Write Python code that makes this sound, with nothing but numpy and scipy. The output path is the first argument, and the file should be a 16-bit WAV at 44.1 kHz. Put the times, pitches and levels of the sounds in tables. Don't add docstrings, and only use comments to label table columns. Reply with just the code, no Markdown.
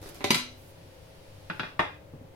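import sys
import numpy as np
from scipy import signal
from scipy.fft import rfft, irfft, next_fast_len
from scipy.io import wavfile
from scipy.ndimage import uniform_filter1d, map_coordinates

SR = 44100
rng = np.random.default_rng(int(sys.argv[2]) if len(sys.argv) > 2 else 0)


def dump_mix(stems):
    frames = np.atleast_2d(stems).T
    limited = np.clip(frames, -1, 1)
    pcm = np.round(limited * 32767).astype(np.int16)
    wavfile.write(sys.argv[1], SR, pcm)


N = 103635
HIT, FFT = SR * 3 // 5, 65536
SCENE_TIME, HIT_TIME = np.arange(N) / SR, np.arange(HIT) / SR
ATTACK_S = 0.0004


def amp(db):
    return 10 ** (np.asarray(db) / 20)


def unit(x):
    return x / np.sqrt(np.mean(x ** 2) + 1e-20)


def along(points, hz):
    freqs, values = np.transpose(points)
    return np.interp(np.log(hz + 1), np.log(freqs + 1), values)


def wobble(rate_hz):
    return map_coordinates(rng.standard_normal(N // 100), [np.arange(N) * rate_hz / SR], mode="mirror")


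def sides(pan_db):
    return amp(np.array([[.5], [-.5]]) * pan_db)


def add(out, start_s, x):
    i = max(0, round(start_s * SR))
    out[:, i:i + x.shape[1]] += x[:, :N - i]


def noise(likeness, size, colour=((1, 0), (2, 0))):
    padded = next_fast_len(size)
    hz = np.fft.rfftfreq(padded, 1 / SR)
    width = np.arccos(np.clip(along(likeness, hz), -1, 1)) / 2
    white = rfft(rng.standard_normal((2, padded)))
    mid, side = irfft(white * [np.cos(width), np.sin(width)] * amp(along(colour, hz)), padded)[:, :size]
    return unit(np.array([mid + side, mid - side]))


def eq(x, gain):
    cepstrum = irfft(np.log(np.maximum(gain(np.fft.rfftfreq(FFT, 1 / SR)), 1e-6)))
    cepstrum[..., 1:FFT // 2] *= 2
    cepstrum[..., FFT // 2 + 1:] = 0
    return irfft(rfft(x, FFT) * np.exp(rfft(cepstrum)))[..., :HIT]


def tinted(x, colour, smooth_bins):
    power = np.abs(uniform_filter1d(np.abs(rfft(x, FFT)) ** 2, smooth_bins)) + 1e-12
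    return eq(x, lambda hz: amp(along(colour, hz)) / np.sqrt(power))


# pitch_hz, level_db
MOTOR_TONES = [(99, -57.5), (135, -68), (274, -71.5), (303, -68), (505.5, -67.5), (538.5, -64), (572, -66),
               (640, -68)]
# freq_hz, gain_db
AIR_COLOUR = [(20, -6), (35, -14), (70, -5), (100, -8.5), (160, -8), (220, -20.5), (400, -13), (540, -13),
              (640, -21.5), (720, -18), (930, -19.5), (1100, -26), (2500, -30), (4900, -37), (7500, -41.5),
              (16000, -42)]
# freq_hz, likeness
AIR_LIKENESS = [(60, 0.95), (180, 0.81), (550, -0.08), (1650, -0.0019), (4970, -0.075), (15000, 0.028)]

def appliance():
    hum = 0
    for hz, db in MOTOR_TONES:
        phase = 2 * np.pi * hz * SCENE_TIME + 0.83 * wobble(5.81)
        hum += amp(db) * unit(np.sin(phase) * amp(3.4 * wobble(7.38)))
    air = amp(-52.5) * noise(AIR_LIKENESS, N, AIR_COLOUR)
    return (hum + air) * sides(pan_db=2.0)


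# freq_hz, gain_db
HISS_COLOUR = [(1500, 0.5), (2600, 3.5), (4900, 1.5), (7500, -7.5), (11000, -4), (16000, -15.5)]
# time_s, level_db
HISS_FADER = [(0, -62.5), (1.15, -61), (1.6, -59.5), (2.0, -83)]

def hiss():
    return amp(np.interp(SCENE_TIME, *np.transpose(HISS_FADER))) * noise(AIR_LIKENESS, N, HISS_COLOUR)


# freq_hz, likeness
CONTACT_LIKENESS = [(150, 1), (400, 0.45), (1000, 0.71), (4000, 0.0094), (12000, 0.074)]

def burst(colour, t60_s):
    envelope = amp(-60 * HIT_TIME / t60_s) * (1 - np.exp(-HIT_TIME / ATTACK_S))
    return tinted(noise(CONTACT_LIKENESS, HIT) * envelope, colour, smooth_bins=240)


# start_s, level_db
TICK_CUES = [(0.015, -13), (0.0893, -2.5), (0.145, -5)]
# freq_hz, gain_db
TICK_COLOUR = [(200, -22), (2000, -16), (5000, -19.5), (12000, -16), (16000, -21)]
# freq_hz, pan_db
WORKTOP_PAN = [(150, 2), (1000, -0.5), (5000, -0.5), (9000, -2.5), (14000, -9)]

def ticks():
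    out = np.zeros((2, N))
    for start_s, db in TICK_CUES:
        tick = burst(TICK_COLOUR, t60_s=0.043)
        add(out, start_s, amp(db) * eq(tick, lambda hz: sides(along(WORKTOP_PAN, hz))))
    return out


# start_s, level_db, decay_s
SCUFF_CUES = [(0.016, -44, 0.026), (0.054, -42.5, 0.018), (0.088, -50, 0.03), (0.145, -52.5, 0.079)]
# freq_hz, gain_db
SCUFF_COLOUR = [(60, 18.5), (170, 4), (380, 14.5), (700, 2.5), (1500, -1), (2500, -5), (5000, -3.5),
                (7500, -10), (12000, -9), (16000, -19)]

def scuffs():
    out = np.zeros((2, N))
    for start_s, db, decay_s in SCUFF_CUES:
        grain = noise(CONTACT_LIKENESS, HIT, SCUFF_COLOUR) * amp(3.4 * wobble(290)[:HIT])
        envelope = np.exp(-HIT_TIME / decay_s) * (1 - np.exp(-HIT_TIME / 0.0017))
        rub = eq(grain * envelope, lambda hz: sides(along(WORKTOP_PAN, hz)))
        add(out, start_s, amp(db) * kitchen(rub, room_db=4.5))
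    return out


# freq_hz, t60_s
ROOM_DECAY = [(100, 0.52), (300, 0.22), (1000, 0.29), (3000, 0.35), (6000, 0.34), (14000, 0.17)]
# freq_hz, gain_db
ROOM_COLOUR = [(100, -17.5), (300, -1), (1000, 0), (3000, 0.5), (12000, 0)]
# freq_hz, likeness (clipped at -1)
ROOM_LIKENESS = [(120, 1), (300, 0.82), (800, 0.31), (10000, -1.38)]

def kitchen(x, room_db):
    hz, t, bands = signal.stft(noise(ROOM_LIKENESS, HIT), SR, nperseg=256)
    decay = amp(-60 * t / along(ROOM_DECAY, hz)[:, None])
    tail = signal.istft(bands * decay, SR, nperseg=256)[1][:, :HIT]
    build_up = 1 - np.exp(-(HIT_TIME / 0.0045) ** 2)
    tail = tinted(tail * build_up, ROOM_COLOUR, smooth_bins=70)
    return x + amp(room_db) * signal.fftconvolve(x, tail, axes=1)[:, :x.shape[1]]


def ring(modes, spread_db=1, width_rad=0.72):
    out = np.zeros((2, HIT))
    for (hz, db, t60_s), (level, start, lean) in zip(modes, rng.standard_normal((len(modes), 3))):
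        offset = np.sign(lean) * width_rad * hz ** 2 / (hz ** 2 + 230 ** 2)
        phase = np.pi * start + np.array([[offset], [-offset]])
        envelope = amp(db + spread_db * level - 60 * HIT_TIME / t60_s)
        out += envelope * np.sin(2 * np.pi * hz * HIT_TIME + phase)
    return out * (1 - np.exp(-HIT_TIME / ATTACK_S))


def overtones(count=36, low_hz=5570, high_hz=14570, level_db=-26, t60_s=0.091):
    jitter, levels = rng.random(count), rng.standard_normal(count)
    pitches = low_hz + (high_hz - low_hz) * (np.arange(count) + jitter) / count
    return [(hz, level_db + 3 * level, t60_s) for hz, level in zip(pitches, levels)]


def ripple(depth_db=2, step_hz=90, from_hz=5700):
    draws = rng.standard_normal(400)
    hz = np.arange(len(draws)) * step_hz
    return np.transpose([hz, depth_db * draws * hz ** 2 / (hz ** 2 + from_hz ** 2)])


def struck_at(modes, spot):
    return [(hz, levels[spot], t60_s) for hz, *levels, t60_s in modes]


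def dish_hits(cues, dish, surface, clack_colour, pan, clack_db, clack_t60_s, spots=None):
    out = np.zeros((2, N))
    shimmer, peaks = ring(overtones()), ripple()
    for cue, spot in zip(cues, spots or [0] * len(cues)):
        start_s, db, cutoff_hz, thud_db, ring_db, room_db, pan_db = cue
        modes = struck_at(dish, spot)
        strongest_db = max(level for _, level, _ in modes)
        clack = amp(clack_db) * burst(clack_colour, clack_t60_s)
        thud = amp(thud_db) * ring(struck_at(surface, spot))
        chime = amp(ring_db) * (ring(modes) + amp(strongest_db) * shimmer)
        hit = kitchen(clack, room_db) + kitchen(thud + chime, room_db - 6)

        def tone(hz):
            low_pass = 1 / np.sqrt(1 + (hz / cutoff_hz) ** 4)
            return sides(pan_db + along(pan, hz)) * amp(along(peaks, hz)) * low_pass

        add(out, start_s, amp(db) * eq(hit, tone))
    return out


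# start_s, level_db, cutoff_hz, thud_db, ring_db, room_db, pan_db
KNOCK_CUES = [(.2065, -13, 1730, -1.5, -2, 4, -2.5), (.2414, -3, 6460, 3.5, 3, -0.5, 0.5),
              (.3052, 2.5, 10300, -2.5, -1, -0.5, 1.5), (.3451, -2, 9100, -3, 2.5, 0.5, 1.5)]
KNOCK_SPOTS = [0, 0, 1, 2]
# pitch_hz, spot0_db, spot1_db, spot2_db, t60_s
CROCKERY_MODES = [(1348, -41, -44, -34, .15), (1590, -47, -45, -39, .16), (2030, -31, -25, -41, .13),
                  (2285, -27, -20, -38, .06), (2447, -40, -36, -37, .18), (2850, -35, -23, -30, .07),
                  (3055, -42, -27, -34, .07), (3320, -40, -30, -36, .14), (3735, -31, -32, -36, .14),
                  (3860, -42, -28, -26, .06), (4020, -41, -23, -21, .04), (4835, -42, -22, -30, .08),
                  (5010, -41, -32, -28, .08), (5260, -52, -39, -32, .09), (6050, -37, -28, -42, .07),
                  (7700, -48, -40, -40, .06)]
WORKTOP_MODES = [(99, -36, -46, -48, .24), (175, -43, -28, -37, .08), (217, -38, -23, -31, .1),
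                 (249, -45, -41, -43, .62), (273, -25, -42, -40, .1), (296, -38, -34, -32, .18),
                 (347, -37, -28, -38, .14), (400, -25, -31, -43, .11), (577, -29, -28, -42, .13),
                 (775, -25, -43, -43, .075), (885, -35, -27, -39, .08), (1005, -29, -19, -37, .075)]
# freq_hz, gain_db
WORKTOP_CLACK = [(50, -61), (110, -14), (230, 2), (500, -2.5), (700, -2), (1000, 3), (1750, 1), (2200, 9),
                 (3100, 4), (3550, 4), (3900, 8), (5100, 1), (6700, -1.5), (9000, -2.5), (13000, -1.5),
                 (16000, -19)]

def worktop_knocks():
    return dish_hits(KNOCK_CUES, CROCKERY_MODES, WORKTOP_MODES, WORKTOP_CLACK, WORKTOP_PAN,
                     clack_db=3.5, clack_t60_s=0.046, spots=KNOCK_SPOTS)


# start_s, level_db
BUMP_CUES = [(.326, 7), (0.354, 5), (2.027, -20), (2.136, -1.5), (2.21, -5), (2.241, -11.5)]
# freq_hz, gain_db
BUMP_COLOUR = [(40, -19.5), (150, 10), (300, 3), (600, -9), (1200, -19), (3000, -52), (12000, -52)]

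def soft_bumps():
    out = np.zeros((2, N))
    for start_s, db in BUMP_CUES:
        add(out, start_s, amp(db) * kitchen(burst(BUMP_COLOUR, t60_s=0.03), room_db=-0.5))
    return out


# time_s, level_db
RUSTLE_FADER = [(.52, -95), (.58, -64.5), (.71, -62.5), (.79, -93)]
# freq_hz, gain_db
RUSTLE_COLOUR = [(2000, -19), (7000, -5), (11000, 0), (16000, -2)]

def rustle():
    swell = amp(np.interp(SCENE_TIME, *np.transpose(RUSTLE_FADER)))
    return swell * sides(pan_db=-9) * noise(AIR_LIKENESS, N, RUSTLE_COLOUR)


# start_s, level_db, cutoff_hz, thud_db, ring_db, room_db, pan_db
TAP_CUES = [(1.4992, -4, 3200, -13, -5, -3, 1), (1.5955, -1, 4640, -18.5, -4, -4, 0.85),
            (1.632, -12.5, 5030, -6, -1.5, 2.5, 0.46)]
# pitch_hz, level_db, t60_s
PLATE_MODES = [(862, -39, 0.32), (1015, -44, 0.36), (1388, -35, 0.055), (1490, -34, .055),
               (1650, -34, 0.11), (2070, -43, 0.32), (2444, -33, 0.23), (2802, -33, 0.06),
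               (3362, -35.5, 0.22), (3735, -38, 0.12), (4820, -50, 0.22)]
BOARD_MODES = [(170, -27, .1), (285, -31, .11), (350, -30, .14), (619, -29, .13), (735, -30, .14),
               (834, -27, .11), (920, -21, .08), (1140, -20.5, .075), (1212, -22, .085), (1815, -19, .06),
               (1946, -22, .07), (2034, -29, .11)]
# freq_hz, gain_db
RIM_CLACK = [(60, -30), (110, 3), (170, 16), (230, 8), (330, 10.5), (600, -0.5), (850, -0.5), (1200, 3),
             (1500, 14.5), (1900, -4.5), (2600, 6.5), (3150, -2), (3800, 1), (4400, -5.5), (5000, -4.5),
             (6500, -17), (11000, -29), (16000, -16)]
# freq_hz, pan_db
BOARD_PAN = [(150, 0.45), (1000, 1.1), (2500, -1.2), (6000, 2.4)]

def rim_taps():
    return dish_hits(TAP_CUES, PLATE_MODES, BOARD_MODES, RIM_CLACK, BOARD_PAN,
                     clack_db=2, clack_t60_s=0.059)


# start_s, level_db, cutoff_hz, thud_db, ring_db, room_db, pan_db
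SET_DOWN_CUE = [(1.7927, 0.0054, 4630, 0.012, 2.4, -1.36, 0.69)]
# freq_hz, gain_db
FOOT_CLACK = [(50, -12), (85, 15.5), (180, -7.5), (500, 13), (900, 15), (1500, 12), (2400, 8.5),
              (3100, 1.5), (3600, 5.5), (4400, -8), (5000, -4), (6500, -13.5), (11000, -10), (16000, -20)]

def set_down():
    return dish_hits(SET_DOWN_CUE, PLATE_MODES, BOARD_MODES, FOOT_CLACK, BOARD_PAN,
                     clack_db=1, clack_t60_s=0.089)


def scene():
    dishes = worktop_knocks() + rim_taps() + set_down()
    return dishes + scuffs() + soft_bumps() + appliance() + hiss() + ticks() + rustle()


def record(dry):
    padded, top_hz = next_fast_len(N + SR // 2), 16300
    passband = np.fft.rfftfreq(padded, 1 / SR) < top_hz
    return irfft(rfft(dry, padded) * passband, padded)[:, :N]


dry = scene()
out = record(dry)
dump_mix(out)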